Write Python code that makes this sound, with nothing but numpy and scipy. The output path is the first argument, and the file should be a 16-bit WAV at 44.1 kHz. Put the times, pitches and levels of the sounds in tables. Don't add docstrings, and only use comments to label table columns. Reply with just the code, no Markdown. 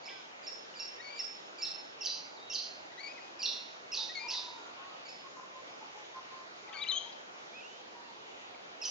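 import sys
import numpy as np
from scipy import signal
from scipy.fft import rfft, irfft, next_fast_len
from scipy.io import wavfile
from scipy.ndimage import uniform_filter1d

SR = 44100
rng = np.random.default_rng(int(sys.argv[2]) if len(sys.argv) > 2 else 0)


def gain_from_decibels(decibels):
    exponent = np.asarray(decibels, float) / 20
    return 10 ** exponent


def file_out(sig):
    cols = np.atleast_2d(sig).T
    lim = np.clip(cols, -1, 1)
    pcm = np.round(lim * 32767).astype(np.int16)
    wavfile.write(sys.argv[1], SR, pcm)


N = 392490


def rms_one(x):
    return x / np.sqrt(np.mean(x ** 2) + 1e-20)


def at_hz(points, hz):
    point_hz, value = np.array(points).T
    return np.interp(np.log(hz), np.log(point_hz), value)


def drift(rate_hz, size):
    r = np.exp(-2 * np.pi * rate_hz / SR)
    noise = rng.standard_normal(size + 4000)
    return rms_one(signal.lfilter([1], [1, -2 * r, r * r], noise)[4000:])


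# (frequency_hz, density_db per Hz)
AIR_SPECTRUM = [(18, -65), (30, -43), (79, -20.5), (222, -8.5), (394, -1.5), (700, 1), (1460, -3),
                (1800, -5), (3050, -6.5), (5410, -14.5), (6360, -16.5), (7300, -15.5), (9490, -44),
                (16100, -120)]
# (frequency_hz, likeness from -1 opposite to 1 identical)
AIR_LIKENESS = [(60, 1), (120, 0.83), (240, 0.53), (470, -0.085), (930, -0.44), (1850, -0.66),
                (3670, -0.49), (7280, 0.11)]


def air(patchy_db):
    hiss = 0
    edges_hz = 30 * 2 ** (np.arange(26) / 3)
    white = rng.standard_normal((2, 2, N + 8000))
    for k, (low_hz, high_hz) in enumerate(zip(edges_hz, edges_hz[1:])):
        band = signal.butter(2, [low_hz, high_hz], "band", fs=SR, output="sos")
        mid, side = signal.sosfilt(band, white[k % 2])[:, 8000:]
        centre_hz = np.sqrt(low_hz * high_hz)
        alike = at_hz(AIR_LIKENESS, centre_hz)
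        gain = gain_from_decibels(at_hz(AIR_SPECTRUM, centre_hz) + patchy_db * drift(4.1, N))
        hiss = hiss + gain * (np.sqrt(1 + alike) * mid + np.sqrt(1 - alike) * side * [[1], [-1]])
    tilt_db = np.array([[-.4], [.4]])
    return gain_from_decibels(-49 + tilt_db) * rms_one(hiss)


def partials(hz, throat_db, beak):
    beak_hz, width_octaves, dip_db = beak
    phase = 2 * np.pi * np.cumsum(hz) / SR
    tone = 0
    for k, partial_db in enumerate(throat_db, 1):
        octaves_off = np.log2(np.abs(k * hz / beak_hz))
        beak_db = dip_db * (np.exp(-.5 * (octaves_off / width_octaves) ** 2) - 1)
        tone = tone + gain_from_decibels(partial_db + beak_db) * np.sin(k * phase)
    return tone


def sing(notes, throat_db, beak, edge_s, waver_db, haste=1):
    voice = np.zeros(N)
    waver = gain_from_decibels(waver_db * drift(280, N))
    for start_s, length_s, start_hz, middle_hz, end_hz, level_db in notes:
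        t = np.arange(round(length_s * SR)) / SR
        u = 2 * (t / length_s) ** (1 / haste) - 1
        bend_hz = (start_hz + end_hz) / 2 - middle_hz
        hz = middle_hz + u * (end_hz - start_hz) / 2 + u ** 2 * bend_hz
        opening = np.sin(np.pi / 2 * np.clip(np.minimum(t, length_s - t) / edge_s, 0, 1)) ** 2
        note = gain_from_decibels(level_db) * opening * partials(hz, throat_db, beak)
        at = round(start_s * SR)
        voice[at:at + len(t)] += note[:N - at]
    return voice * waver


def slur(phrases, throat_db, beak, waver_db, thins_db=0):
    voice = np.zeros(N)
    for time_s, pitch_hz, level_db in map(np.transpose, phrases):
        at = np.arange(round(time_s[0] * SR), round(time_s[-1] * SR))
        hz = uniform_filter1d(np.interp(at / SR, time_s, pitch_hz), size=90)
        thin_db = thins_db * np.maximum(np.log2(hz / 3030), 0)
        thinned_db = [partial_db - k * thin_db for k, partial_db in enumerate(throat_db)]
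        voice[at] += gain_from_decibels(np.interp(at / SR, time_s, level_db)) * partials(hz, thinned_db, beak)
    return voice * gain_from_decibels(waver_db * drift(220, N))


def straight(rows):
    return [(start_s, length_s, start_hz, (start_hz + end_hz) / 2, end_hz, level_db)
            for start_s, length_s, start_hz, end_hz, level_db in rows]


def shaped(start_s, length_s, hz, level_db, shape):
    return start_s, length_s, hz * shape[0], hz, hz * shape[1], level_db


# level of the fundamental, the octave and the third partial in dB
CALL_THROAT, SWEEP_THROAT = (-4, 0, -8), (0, -38.5, -41)
GLIDE_THROAT, WARBLE_THROAT = (0, -16, -34.5), (0, -23, -50)
# (resonance_hz, width_octaves, dip_db away from it)
CHATTER_BEAK, WARBLE_BEAK, NO_BEAK = (4900, .45, 6), (6450, .06, 14), (4000, 1, 0)

# (start_s of the loud hook, lead_s, pitch_hz of the loud hook, level_db, lead_level_db)
CHIP_NOTES = [(.055, 0.027, 2615, -44.5, -56.5), (.466, 0.037, 2701, -41, -54),
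              (.796, 0.045, 2725, -38.5, -51.5), (1.189, 0.033, 2697, -35.5, -50.5),
              (1.619, .037, 2679, -33, -47.5), (5.085, .034, 2617, -45, -55),
              (5.697, .033, 2610, -59.5, -69)]


def chips():
    leads, hooks, ticks = [], [], []
    for start_s, lead_s, hz, level_db, lead_db in CHIP_NOTES:
        leads.append(shaped(start_s - lead_s, lead_s + .002, hz * .88, lead_db, (1.16, 1.005)))
        hooks.append(shaped(start_s, .02, hz, level_db, (1.116, 1.005)))
        ticks.append(shaped(start_s - .006, .0071, 4150, level_db - 8.5, (1.2, .8)))
    return (sing(leads, (-1.5, 0, -6), CHATTER_BEAK, edge_s=.003, waver_db=3.0, haste=2.2)
            + sing(hooks, (-7, 0, -8), CHATTER_BEAK, edge_s=.003, waver_db=2.0, haste=2.2)
            + sing(ticks, SWEEP_THROAT, CHATTER_BEAK, edge_s=.003, waver_db=4.5))


# (start_s, length_s, start_hz, end_hz, level_db)
SWEEP_NOTES = [(.074, 0.017, 2310, 2310, -44.5), (.085, 0.014, 2510, 3870, -45),
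               (3.468, 0.0081, 3840, 4360, -52)]


def lone_sweeps():
    return sing(straight(SWEEP_NOTES), SWEEP_THROAT, CHATTER_BEAK, edge_s=.003, waver_db=4.5)


# (start_s, length_s, start_hz, end_hz, level_db)
GLIDE_NOTES = [ (.09, .128, 1620, 1485, -58), (.1, .042, 1940, 2030, -54), (.25, .016, 2760, 3540, -52.5),
               (.312, .016, 3200, 2720, -57), (.736, .01, 3200, 2620, -47), (4.84, .017, 1880, 1855, -55),
               (2.36, .032, 4550, 3520, -55), (2.395, .05, 3650, 3800, -55),
               (2.44, .075, 3800, 3780, -55.5), (8.04, .055, 2740, 2740, -65), (8.2, .29, 2860, 2925, -69),
               (8.543, .01, 2550, 2000, -47)]


def glides():
    return sing(straight(GLIDE_NOTES), GLIDE_THROAT, NO_BEAK, edge_s=.006, waver_db=1.0)


# (start_s, length_s, start_hz, end_hz, level_db)
WHISTLE_NOTES = [ (.975, 0.03, 1790, 1860, -54), (.997, 0.021, 1875, 1940, -40.5),
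                 (1.012, 0.03, 2160, 2260, -47.5), (1.04, .062, 2253, 2215, -42),
                 (1.095, 0.023, 2340, 2340, -42), (1.12, .072, 2282, 2380, -44),
                 (2.914, 0.019, 1970, 1950, -50), (2.974, 0.0293, 1900, 2060, -42),
                 (2.997, .027, 2160, 2305, -42), (3.027, 0.063, 2283, 2250, -39.5),
                 (3.068, 0.061, 2426, 2530, -43.5), (3.138, 0.057, 2510, 2510, -51),
                 (3.205, .09, 2470, 2520, -55), (4.09, 0.036, 1870, 1983, -41.5),
                 (4.146, .053, 2250, 2100, -36.5), (4.19, 0.0926, 2390, 2403, -39),
                 (6.736, 0.046, 2270, 2140, -42), (6.765, 0.036, 2440, 2160, -39)]


def whistles():
    return sing(straight(WHISTLE_NOTES), (0, -6.5, -18), (4400, .1, 6), edge_s=.007, waver_db=2.2)


FALL_STARTS_S = [1.192, 3.174, 4.33]


def falls():
    notes = [(start_s, .024, 2200, 1850, -38) for start_s in FALL_STARTS_S]
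    return sing(straight(notes), WARBLE_THROAT, WARBLE_BEAK, edge_s=.004, waver_db=1.5)


# (start_s, middle_hz, level_db)
DROP_NOTES = [(1.641, 4150, -38), (2.057, 4535, -32), (2.544, 4650, -32.5), (3.448, 4150, -32.5)]


def drops():
    notes = [shaped(start_s, .018, hz, level_db, (1.075, .809)) for start_s, hz, level_db in DROP_NOTES]
    return sing(notes, SWEEP_THROAT, CHATTER_BEAK, edge_s=.003, waver_db=4.5)


def call_voice(calls):
    return slur(calls, CALL_THROAT, CHATTER_BEAK, waver_db=2.5, thins_db=92.5)


def placed(contour, start_s, stretch, pitch_hz, level_db):
    return np.array(contour) * [stretch, pitch_hz, 1] + [start_s, 0, level_db]


# (start_s, stretch as a multiple of time, pitch_hz, level_db, last_hook_db added to the last hook)
FULL_CALL_NOTES = [(2.007, 1.07, 2642, -36, 2), (2.497, 0.92, 2704, -37, 4), (3.391, 1, 2396, -39, 9),
                   (8.814, .98, 2584, -35.5, 4)]
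# (time_s before stretch, pitch as a multiple of the call's, level_db over the call's)
CALL_OPENING = [(.0001, 1.2, -20), (.002, 1.1, -3.5), (.008, 1.01, -1.5), (.019, .99, -3),
                (.0225, 1.1, -0.5), (.025, 1.55, -4.5)]
CALL_ARCH = [(.029, 1.96, 4.5), (.032, 2.02, 1), (.035, 1.7, -1), (.0375, 1.25, -2)]
CALL_LAST_HOOK = [(0.039, 1.193, 0.5), (.046, 1.13, -2.5), (.051, 1.091, -7), (.054, 1.08, -25)]


def full_calls():
    calls = []
    for start_s, stretch, hz, level_db, last_hook_db in FULL_CALL_NOTES:
        last_hook = [(t, pitch, db + last_hook_db) for t, pitch, db in CALL_LAST_HOOK]
        calls.append(placed(CALL_OPENING + CALL_ARCH + last_hook, start_s, stretch, hz, level_db))
    return call_voice(calls)


# (start_s, stretch as a multiple of time, pitch_hz, level_db)
ROLLED_CALL_NOTES = [(3.917, 1.01, 2562, -33.5), (4.282, .99, 2565, -33.5)]
# (time_s before stretch, pitch as a multiple of the call's, level_db over the call's)
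CALL_ROLL = [(.028, 1.82, 8.5), (.032, 1.88, 4), (.0345, 1.78, 2), (0.036, 1.5, 6), (.04, 1.2, -15.5),
             (.045, 1.1, -7), (.052, 1.76, 1.5), (.056, 1.6, 8), (0.064, 1.36, -1), (.066, 1.3, -12),
             (0.074, 1.5, 1.5), (.082, 1.42, 0.5), (0.093, 1.4, -4), (.097, 1.2, -34)]


def rolled_calls():
    return call_voice([placed(CALL_OPENING + CALL_ROLL, *row) for row in ROLLED_CALL_NOTES])


# (start_s, length_s, start_hz, end_hz, level_db)
CAROL_NOTES = [ (3.97, .14, 910, 862, -56), (4.2, 0.22, 897, 908, -54.5), (4.42, .22, 916, 905, -55.5),
               (4.23, 0.069, 988, 941, -47.5), (4.3, 0.2, 1000, 991, -50.5), (4.45, .07, 991, 923, -50.5),
               (4.87, 0.092, 1275, 1270, -58), (4.56, 0.14, 1405, 1400, -59),
               (4.76, 0.17, 1066, 1122, -54.5), (5.23, 0.06, 1086, 1077, -51.5),
               (5.36, 0.097, 1025, 1030, -48.5), (5.545, 0.074, 1012, 1060, -50.5),
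               (5.8, 0.049, 877, 860, -50), (5.94, 0.096, 852, 846, -53.5),
               (6.135, 0.075, 1041, 1040, -45.5), (6.3, .15, 1053, 1045, -54.5),
               (6.69, 0.097, 1335, 1235, -54.5), (6.71, .11, 1110, 1183, -54), (6.66, 0.19, 842, 858, -58),
               (6.86, 0.085, 1320, 1293, -59.5), (6.9, 0.064, 1142, 1134, -51),
               (7.05, 0.043, 920, 916, -50.5), (7.94, 0.09, 960, 949, -53.5),
               (8.07, 0.056, 925, 910, -53.5)]


def carol():
    return sing(straight(CAROL_NOTES), (0,), NO_BEAK, edge_s=.02, waver_db=3.5)


# (start_s, length_s, start_hz, end_hz, level_db)
FLICK_NOTES = [ (6.676, .012, 2640, 1900, -36), (6.686, .02, 1980, 2050, -38),
               (6.692, .008, 3250, 4200, -39), (6.724, .016, 2890, 3950, -33.5),
               (6.728, 0.014, 2190, 3100, -33), (6.73, .01, 1640, 2300, -35),
               (6.74, 0.027, 1620, 1500, -36), (6.738, .019, 3100, 3080, -35),
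               (6.78, 0.019, 3670, 3450, -37), (6.79, .064, 2300, 2350, -28.5),
               (6.845, .012, 2130, 1950, -33.5), (6.87, 0.054, 2480, 1830, -39),
               (7.125, 0.0071, 5600, 3830, -32)]


def flicks():
    return sing(straight(FLICK_NOTES), WARBLE_THROAT, WARBLE_BEAK, edge_s=.004, waver_db=1.5)


# (time_s, pitch_hz, level_db)
WARBLE_PHRASES = [
    [(6.8, 3020, -47), (6.806, 3380, -33), (6.818, 3850, -23.5), (6.83, 3950, -18), (6.838, 3420, -22),
     (6.845, 2400, -31.5)],
    [(6.86, 2500, -51), (6.866, 2710, -26.5), (6.882, 3166, -24), (6.8835, 3290, -45), (6.8845, 4220, -48),
     (6.887, 4090, -13), (6.892, 3967, -16.5), (6.9, 4075, -14), (6.916, 3640, -16), (6.92, 3096, -17),
     (6.95, 3073, -19.5), (6.972, 3235, -17), (6.984, 3287, -16.5), (6.993, 3020, -41)],
]


def warble():
    return slur(WARBLE_PHRASES, WARBLE_THROAT, WARBLE_BEAK, waver_db=1.2)


# (time_s, pitch_hz, level_db)
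LONG_GLIDE_PHRASE = [
    [(7.526, 2220, -66), (7.535, 2330, -54), (7.558, 2548, -49.5), (7.595, 2560, -48.5), (7.605, 2704, -50),
     (7.609, 2397, -49), (7.617, 2404, -49), (7.621, 2995, -57), (7.629, 3110, -60), (7.635, 2750, -52),
     (7.655, 2757, -49.5), (7.667, 2830, -54), (7.674, 2930, -62), (7.73, 2980, -57), (7.8, 3200, -63),
     (7.89, 3250, -70)],
]


def long_glide():
    return slur(LONG_GLIDE_PHRASE, GLIDE_THROAT, NO_BEAK, waver_db=1.5)


def through_twigs(voice):
    taps = np.zeros(SR // 20)
    delay, size = rng.random((8, 2)).T
    taps[(delay * .012 * SR).astype(int)] = gain_from_decibels(-8) * (2 * size - 1)
    taps[0] = 1
    return signal.fftconvolve(voice, taps)[:N]


def heard_from(voice, pan_db, left_lag_s, scatter_db):
    rise_s, t60_s = .01, .59
    alike = .65
    t = np.arange(SR // 2) / SR
    near = (1 - np.exp(-t / rise_s)) * gain_from_decibels(-60 * t / t60_s)
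    tree_line = gain_from_decibels(-15.5) * np.exp(-.5 * ((t - .093) / .051) ** 2)
    swell = np.hypot(near, tree_line)
    shared, left, right = rng.standard_normal((3, len(t))) * swell / np.sqrt(np.sum(swell ** 2))
    common = voice + gain_from_decibels(scatter_db) * np.sqrt(alike) * signal.fftconvolve(voice, shared)[:N]
    size = next_fast_len(N)
    turn = np.exp(-2j * np.pi * np.fft.rfftfreq(size, 1 / SR) * left_lag_s)
    shifted = irfft(rfft(common, size) * turn, size)[:N]
    spread = np.array([signal.fftconvolve(voice, side)[:N] for side in (left, right)])
    pan = gain_from_decibels(np.array([[pan_db / 2], [-pan_db / 2]]))
    return pan * ([shifted, common] + gain_from_decibels(scatter_db) * np.sqrt(1 - alike) * spread)


def scene():
    chatterer = through_twigs(chips() + lone_sweeps() + drops() + full_calls() + rolled_calls())
    fainter = glides() + long_glide()
    whistler = whistles() + falls() + flicks() + warble()
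    return (air(patchy_db=1.5)
            + heard_from(chatterer, pan_db=-3.6, left_lag_s=.00002, scatter_db=2.2)
            + heard_from(fainter, pan_db=-4, left_lag_s=.00002, scatter_db=-8)
            + heard_from(whistler, pan_db=8, left_lag_s=-.00004, scatter_db=-8)
            + heard_from(carol(), pan_db=0, left_lag_s=.00001, scatter_db=-5))


def top_cut(x):
    return signal.sosfilt(signal.butter(12, 7880, fs=SR, output="sos"), x)


def record(dry):
    bass_cut = signal.butter(2, 65, "high", fs=SR, output="sos")
    treble_cut = signal.cheby2(10, 60, 8630, fs=SR, output="sos")
    heard = signal.sosfilt(treble_cut, signal.sosfilt(bass_cut, dry))
    mix = heard + gain_from_decibels(-103) * rng.standard_normal(dry.shape)
    return top_cut(mix)


dry = scene()
out = record(dry)
file_out(out)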